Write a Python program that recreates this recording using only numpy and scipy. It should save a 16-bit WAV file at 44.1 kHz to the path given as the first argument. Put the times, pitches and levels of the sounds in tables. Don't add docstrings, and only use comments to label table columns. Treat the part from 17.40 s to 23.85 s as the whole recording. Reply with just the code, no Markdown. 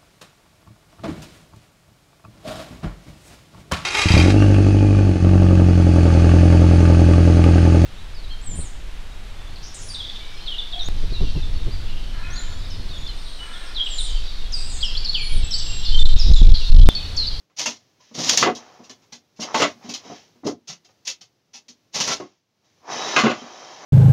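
import sys
import numpy as np
from scipy import signal
from scipy.fft import rfft, irfft, next_fast_len
from scipy.io import wavfile
from scipy.ndimage import map_coordinates

SR = 44100
rng = np.random.default_rng(int(sys.argv[2]) if len(sys.argv) > 2 else 0)


def wav_out(sig):
    wavfile.write(sys.argv[1], SR, np.round(np.clip(np.atleast_2d(sig).T, -1, 1) * 32767).astype(np.int16))


N = 284445

# (time [s], level [dB], pitch [Hz], tone re rattle [dB], treble tilt [dB/oct])
BUMPS = [(.097, -63.5, 1140, -14, -3), (.26, -36, 240, 0.5, 3.5), (0.601, -57, 1003, 5, -14),
         (0.71, -46, 226.7, 2, -15.5), (.778, -27, 166, -1.5, -13), (1.024, -13, 1145, -9.5, -3),
         (1.06, -13, 712, -4.5, -9), (1.066, -18, 442, 2, -7), (1.391, -43, 250, -1, -19),
         (1.497, -45.5, 264, 0, -19), (1.725, -46.5, 245, 2.5, -19), (1.991, -29, 240.6, 3.5, -13.5),
         (2.143, -15, 854.7, 1, -1.5), (2.147, -22, 1131, 9, -1), (2.198, -17.5, 459, -3, -2),
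         (2.218, -12.5, 628, -6, -1.5), (2.36, -54, 240, 4, -10), (2.444, -36.5, 232.8, 7, -16),
         (2.486, -31, 246, 5.5, -20), (2.649, -40.5, 376, -8, -22), (2.696, -32.5, 685, -0.5, -22),
         (2.955, -55.5, 240, 6, -10), (3.033, -32.5, 316, 4, -15.5), (3.051, -19.5, 290, 5, -31.5),
         (3.066, -20.5, 419, 1, -14), (3.292, -39, 161.6, -1.5, 2), (4.143, -55.5, 240.6, 5.5, -19.5),
         (4.287, -51, 242.6, 6, -29.5), (4.69, -27, 141.4, -13.5, 1), (4.798, -29, 370, -3, -12),
         (5.762, -12, 1167, -4, -1), (5.787, -15.5, 1163, -5, 1.5), (5.835, -11.5, 232, 3.5, -5),
         (5.859, -15, 354, -8.5, -6), (5.897, -21, 261, -21, -3), (6.016, -38.5, 249, -1, -6)]
# (frequency [Hz], density [dB])
CABINET_SPECTRUM = [(40, -30.5), (80, -16.5), (150, -8), (240, -1), (450, -1.5), (800, -4.5), (1600, -5.5),
                    (3000, -5), (6300, -12.5), (7100, -11), (7700, -33), (15000, -52)]
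# (frequency [Hz], width [Hz], level [dB])
CARCASS_MODES = [(702, 36, -3), (1094, 94, -3.5), (1365, 95, -10), (1650, 23, -12.5), (2040, 58, -2.5),
                 (2650, 14, -5.5), (2811, 58, -12.5), (2790, 30, -9), (3700, 16, -12.5), (4220, 150, -14.5),
                 (4240, 140, -20)]
# (frequency [Hz], level [dB], t60 [s])
PANEL_MODES = [(148, 0, 0.25), (234, -2.5, 0.38), (330, 0.5, 0.17), (450, 4, 0.05), (600, -1, .11),
               (740, -2.5, .11), (835, -3.5, 0.14), (1028, -5, 0.12)]
# (start [s], run-up [s], glide [s], rumble [dB], scrape [dB], growth [dB/s])
DRAWER_SLIDES = [(.34, 0.036, 0.17, -69, -67, -32), (.56, 0.027, .12, -69, -57.5, -18.5),
                 (1.14, 0.028, 0.3, -40, -51, -37.5), (1.995, 0.049, .1, -32.5, -48, -1.5),
                 (2.35, 0.075, .085, -45, -48.5, 0.5), (2.52, .12, 0.1, -45.5, -47, 8),
                 (4.77, 0.023, .02, -51, -55.5, -1.5), (5.169, .06, 0.14, -67, -65, -39.5),
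                 (5.405, 0.091, .257, -26.5, -33.5, 14), (5.89, 0.04, .52, -39.5, -47, 2.5)]
# (frequency [Hz], density [dB])
RUMBLE_SPECTRUM = [(41, -52), (70, -22), (242, -9), (286, -8.5), (374, -4), (568, -4.5), (701, 0),
                   (1170, -4), (1550, -12), (1670, -12), (2500, -17.5), (3250, -45.5), (5500, -120)]
# (frequency [Hz], density [dB])
SCRAPE_SPECTRUM = [(880, -34.5), (1500, -12.5), (1670, -8.5), (1840, -5), (3440, -5.5), (3720, -6.5),
                   (4140, -6.5), (5670, -2), (6890, -8), (7820, -31), (15500, -43.5)]
# (frequency [Hz], width [Hz], level [dB])
RAIL_MODES = [(1720, 43, -3), (3150, 89, -3.5), (3850, 74, 1.5), (5000, 31, -11.5), (5360, 110, -6),
              (6010, 50, 1.5)]
# (time [s], level [dB])
UTENSIL_HITS = [(1.028, -28), (2.22, -31), (5.763, -12), (5.788, -25), (5.837, -24.5), (5.88, -23)]
# (frequency [Hz], level [dB], t60 [s])
UTENSIL_MODES = [(1156, -1, .22), (1201, -4, 0.28), (1460, -4.5, .2), (1610, -2.5, 0.16), (2092, -5.5, .21),
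                 (2505, -4, 0.25), (2682, -10, 0.25), (3016, -13, 0.3), (4000, -15, .2), (6474, -16, .18)]

# (time [s], level [dB], body gain [dB], swell [s])
PACK_CRINKLES = [(.163, -36.5, -3, 0.025), (.184, -24.5, -2.5, 0.0022), (.257, -19, 8.5, 0.00093),
                 (.889, -15.5, -4, .002), (.971, -15.5, -2, 0.0051), (1.15, -34, -20, 0.00068),
                 (1.435, -47, -3, .005), (1.494, -38.5, 4, 0.0014), (1.619, -58, 11, 0.0038),
                 (1.72, -37, 1, 0.0071), (1.958, -54, 2, .025), (1.996, -31.5, -8, 0.018),
                 (2.015, -25.5, 2.5, .005), (2.488, -31, -2.5, 0.0091), (2.537, -27, -3, 0.0014),
                 (3.042, -44, 4, .012), (3.064, -29, -26, 0.0023), (3.272, -33.5, -3, 0.15),
                 (3.446, -51.5, 1, .002), (3.487, -57, 16, 0.0018), (3.65, -38.5, -6, 0.0056),
                 (3.668, -24, -7, 0.014), (3.809, -43.5, -2, 0.0018), (4.132, -38, -2, .028),
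                 (4.282, -41, -6, 0.0017), (4.554, -24.5, 7.5, .002), (4.601, -17.5, 7, 0.00089),
                 (4.675, -26, 16, 0.00081), (4.705, -24, 20.5, 0.0045)]
# (start [s], hold [s], rustle [dB], hollow [dB], rustle growth [dB/s])
PACK_SQUEEZES = [(0.182, 0.092, -26.5, -49, -50.5), (.731, 0.19, -31.5, -37, 56),
                 (.965, 0.037, -19, -33, -62), (2.127, .085, -27.5, -41, 26), (4.527, 0.18, -26, -39.5, 4)]
# (frequency [Hz], density [dB])
PLASTIC_SPECTRUM = [(47, -48), (80, -12.5), (211, -11), (663, -7.5), (757, -6.5), (1050, -6.5),
                    (1530, -12.5), (2130, -5), (2380, -9), (3030, -3), (4820, -0.5), (5750, 2), (6860, -3),
                    (7830, -22.5), (15500, -37)]
# (frequency [Hz], width [Hz], level [dB])
FACET_MODES = [(2580, 170, 1.5), (5800, 1200, -12)]
# (frequency [Hz], density [dB])
HOLLOW_SPECTRUM = [(50, -30.5), (100, -13), (160, 0), (250, 3.5), (330, -4.5), (430, -1), (600, -3.5),
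                   (1000, -15), (1500, -34), (8000, -70)]
# (time [s], level [dB])
FOLD_SNAPS = [(0.194, -20.5), (0.2599, -24), (0.8941, -8), (0.9737, -9), (2.221, -19.5), (3.678, -26.5),
              (4.677, -21.5)]
# (frequency [Hz], density [dB])
SNAP_SPECTRUM = [(100, -35.5), (1000, -16), (2000, -3), (4000, -8), (6500, 4.5), (7300, -5), (8000, -18),
                 (15500, -32.5)]

# (frequency [Hz], t60 [s])
ROOM_DECAY = [(150, 0.25), (400, 0.2), (1000, 0.13), (2800, 0.14), (7300, 0.044)]
# (frequency [Hz], density [dB])
NOISE_SPECTRUM = [(30, -19.5), (60, -12), (110, -0.5), (230, -6.5), (350, -6.5), (1500, -19.5),
                  (6000, -18.5), (8300, -35.5), (15500, -34)]
# (time [s], relative level [dB])
NOISE_LEVELS = [(0, -67.5), (.07, -76), (.4, -70), (1.65, -66), (1.88, -71), (2.4, -62), (3.0, -67.5),
                (3.22, -73.5), (3.55, -68.5), (4.05, -74), (4.45, -70.5), (5.05, -79), (5.4, -69)]
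# (frequency [Hz], gain [dB])
MIC_RESPONSE = [(25, -15.5), (50, -9), (80, -3), (110, -0.5), (15000, 1)]


def amp(db):
    return 10 ** (np.asarray(db) / 20)


def unit(x):
    return x / np.sqrt(np.mean(x ** 2) + 1e-20)


def along(points, hz):
    f, v = np.transpose(points)
    return np.interp(np.log(hz + 1), np.log(f), v)


def wobble(rate_hz):
    knots = rng.standard_normal(int(N * rate_hz / SR) + 4)
    return map_coordinates(knots, [np.arange(N) * rate_hz / SR])


def filtered(x, response):
    size = next_fast_len(len(x) + 8192)
    return irfft(rfft(x, size) * response(np.fft.rfftfreq(size, 1 / SR)), size)[:len(x)]


def shaped(x, spectrum):
    return filtered(x, lambda f: amp(along(spectrum, f)))


def resonance(f, hz, width_hz):
    return 1j * f * width_hz / (hz * hz - f * f + 1j * f * width_hz)


def grains(size, per_s, spread_db):
    impulses = (rng.random(size) < per_s / SR) * rng.choice([-1, 1], size)
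    return impulses * amp(spread_db * rng.standard_normal(size).clip(-2, 2))


def blow(t, swell_s, t60_s, sag):
    shape = (1 - np.exp(-t / max(swell_s, 1e-4))) * amp(-60 * (t / t60_s) ** sag)
    return shape / shape.max()


def stroke(start_s, rise_s, hold_s, growth_db_s, release_db_s):
    t = np.arange(N) / SR - start_s - rise_s
    rise_db = 37 * np.minimum(t / rise_s, 0)
    return amp(rise_db + growth_db_s * np.clip(t, 0, hold_s) - release_db_s * np.maximum(t - hold_s, 0))


def ring(t, modes, scatter_db):
    hz, db, t60_s = np.transpose(modes)[:, :, None]
    strength = amp(db + scatter_db * rng.standard_normal(hz.shape))
    waves = np.sin(2 * np.pi * (hz * t + rng.random(hz.shape))) * amp(-60 * t / t60_s)
    attack = 1 - np.exp(-t / 0.00023)
    return (strength * waves).sum(0) / np.sqrt(np.sum(strength ** 2) / 2) * attack


def add(track, time_s, sound):
    part = track[round(time_s * SR):][:len(sound)]
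    part += sound[:len(part)]


def bumps():
    t, out = np.arange(SR // 2) / SR, np.zeros(N)
    carcass = lambda f: sum(amp(db) * resonance(f, hz, width_hz) for hz, width_hz, db in CARCASS_MODES)
    wood = lambda f: amp(along(CABINET_SPECTRUM, f)) * (1 + 2.3 * carcass(f))
    for time_s, db, hz, tone_db, tilt_db_oct in BUMPS:
        contact = lambda f: amp(tilt_db_oct * np.log2(1 + (f / 700) ** 2) / 2)
        swell_s = 0.0013 * 2 ** (-tilt_db_oct / 14.5)
        t60_s = 0.14 * 2 ** (tilt_db_oct / 59.5)
        rattle = unit(filtered(grains(len(t), per_s=3000, spread_db=2), lambda f: wood(f) * contact(f)))
        drift_rad = np.cumsum(rng.standard_normal(len(t))) * np.sqrt(2 * np.pi * 0.061 * hz / SR)
        tone = np.sin(2 * np.pi * hz * t + drift_rad)
        tone = unit(filtered(tone, lambda f: resonance(f, hz, 1.6 * hz)))
        body = (rattle + amp(tone_db) * tone) / np.hypot(1, amp(tone_db))
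        panels = filtered(ring(t, PANEL_MODES, scatter_db=6.5), contact)
        add(out, time_s, amp(db - 2) * (blow(t, swell_s, t60_s, sag=1.476) * body + amp(-18) * panels))
    return out


def runners(coast_db_s=133, scrape_lag_s=0.022, rail_ring_db=9):
    rumble = unit(shaped(grains(N, per_s=920, spread_db=1), RUMBLE_SPECTRUM))
    friction = shaped(grains(N, per_s=12000, spread_db=2), SCRAPE_SPECTRUM)
    rails = sum(amp(db + 3 * wobble(7)) * filtered(friction, lambda f: resonance(f, hz, width_hz))
                for hz, width_hz, db in RAIL_MODES)
    roll, push = np.zeros(N), np.zeros(N)
    for start_s, rise_s, glide_s, rumble_db, scrape_db, growth_db_s in DRAWER_SLIDES:
        roll += amp(rumble_db) * stroke(start_s, rise_s, glide_s, growth_db_s, coast_db_s)
        push += amp(scrape_db) * stroke(start_s + scrape_lag_s, rise_s, glide_s, growth_db_s, coast_db_s)
    scrape = unit(friction + amp(rail_ring_db) * (push / push.max()) ** 0.28 * rails)
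    return amp(0.5 * wobble(25) - 6.5) * roll * rumble + amp(0.9 * wobble(6.2) - 2.5) * push * scrape


def utensils():
    t, out = np.arange(SR) / SR, np.zeros(N)
    for time_s, db in UTENSIL_HITS:
        add(out, time_s, amp(db) * ring(t, UTENSIL_MODES, scatter_db=2))
    return out


def crinkles():
    t, out = np.arange(SR // 2) / SR, np.zeros(N)
    for time_s, db, body_db, swell_s in PACK_CRINKLES:
        bend = np.exp(0.04 * rng.standard_normal())
        strength = amp(5.5 * rng.standard_normal())
        facets = lambda f: 1 + strength * sum(amp(face_db) * resonance(f, bend * hz, width_hz)
                                              for hz, width_hz, face_db in FACET_MODES)
        plastic = lambda f: amp(along(PLASTIC_SPECTRUM, f) + along([(1400, body_db), (3200, 0)], f))
        crackle = filtered(grains(len(t), per_s=5000, spread_db=4.5), lambda f: facets(f) * plastic(f))
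        add(out, time_s, amp(db - 2) * blow(t, swell_s, t60_s=0.13, sag=1.34) * reflections(crackle))
    return out


def squeezes(rustle_rise_s=0.02, hollow_rise_s=0.027, let_go_db_s=289):
    rustle = unit(shaped(grains(N, per_s=2500, spread_db=1), PLASTIC_SPECTRUM))
    hollow = unit(shaped(grains(N, per_s=1500, spread_db=3), HOLLOW_SPECTRUM))
    grip = amp(1.8 * wobble(70) - 2)
    out = np.zeros(N)
    for start_s, hold_s, rustle_db, hollow_db, growth_db_s in PACK_SQUEEZES:
        out += amp(rustle_db) * stroke(start_s, rustle_rise_s, hold_s, growth_db_s, let_go_db_s) * rustle
        out += amp(hollow_db) * stroke(start_s, hollow_rise_s, hold_s, 0, let_go_db_s) * hollow
    return grip * out


def snaps():
    t, out = np.arange(SR // 8) / SR, np.zeros(N)
    for time_s, db in FOLD_SNAPS:
        crack = unit(shaped(rng.standard_normal(len(t)), SNAP_SPECTRUM))
        add(out, time_s, amp(db - 1.5) * blow(t, swell_s=0.0004, t60_s=0.035, sag=1) * crack)
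    return out


def reflections(x):
    delays_s, signs = rng.uniform(0.001, 0.008, 6), rng.choice([-1, 1], 6)
    copies = sum(sign * np.pad(x, (round(s * SR), 0))[:len(x)] for s, sign in zip(delays_s, signs))
    return unit(x + 0.3 * copies)


def room(x, predelay_s=0.004):
    hz, t, noise = signal.stft(rng.standard_normal(SR // 2), SR, nperseg=256)
    tail = signal.istft(noise * amp(-60 * t / along(ROOM_DECAY, hz)[:, None]), SR, nperseg=256)[1]
    return signal.fftconvolve(x, np.pad(tail / np.linalg.norm(tail), (round(predelay_s * SR), 0)))[:N]


def background():
    level_db = np.interp(np.arange(N) / SR, *np.transpose(NOISE_LEVELS))
    return amp(level_db + 4) * unit(shaped(rng.standard_normal(N), NOISE_SPECTRUM))


def scene():
    direct = crinkles() + squeezes() + snaps() + runners() + bumps() + utensils()
    return (direct + amp(-11.5) * room(direct) + background())[None]


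def record(dry):
    clipped = np.clip(shaped(dry[0], MIC_RESPONSE), -1, 1)
    return filtered(clipped, lambda f: f < 15750)[None]


dry = scene()
out = record(dry)
wav_out(out)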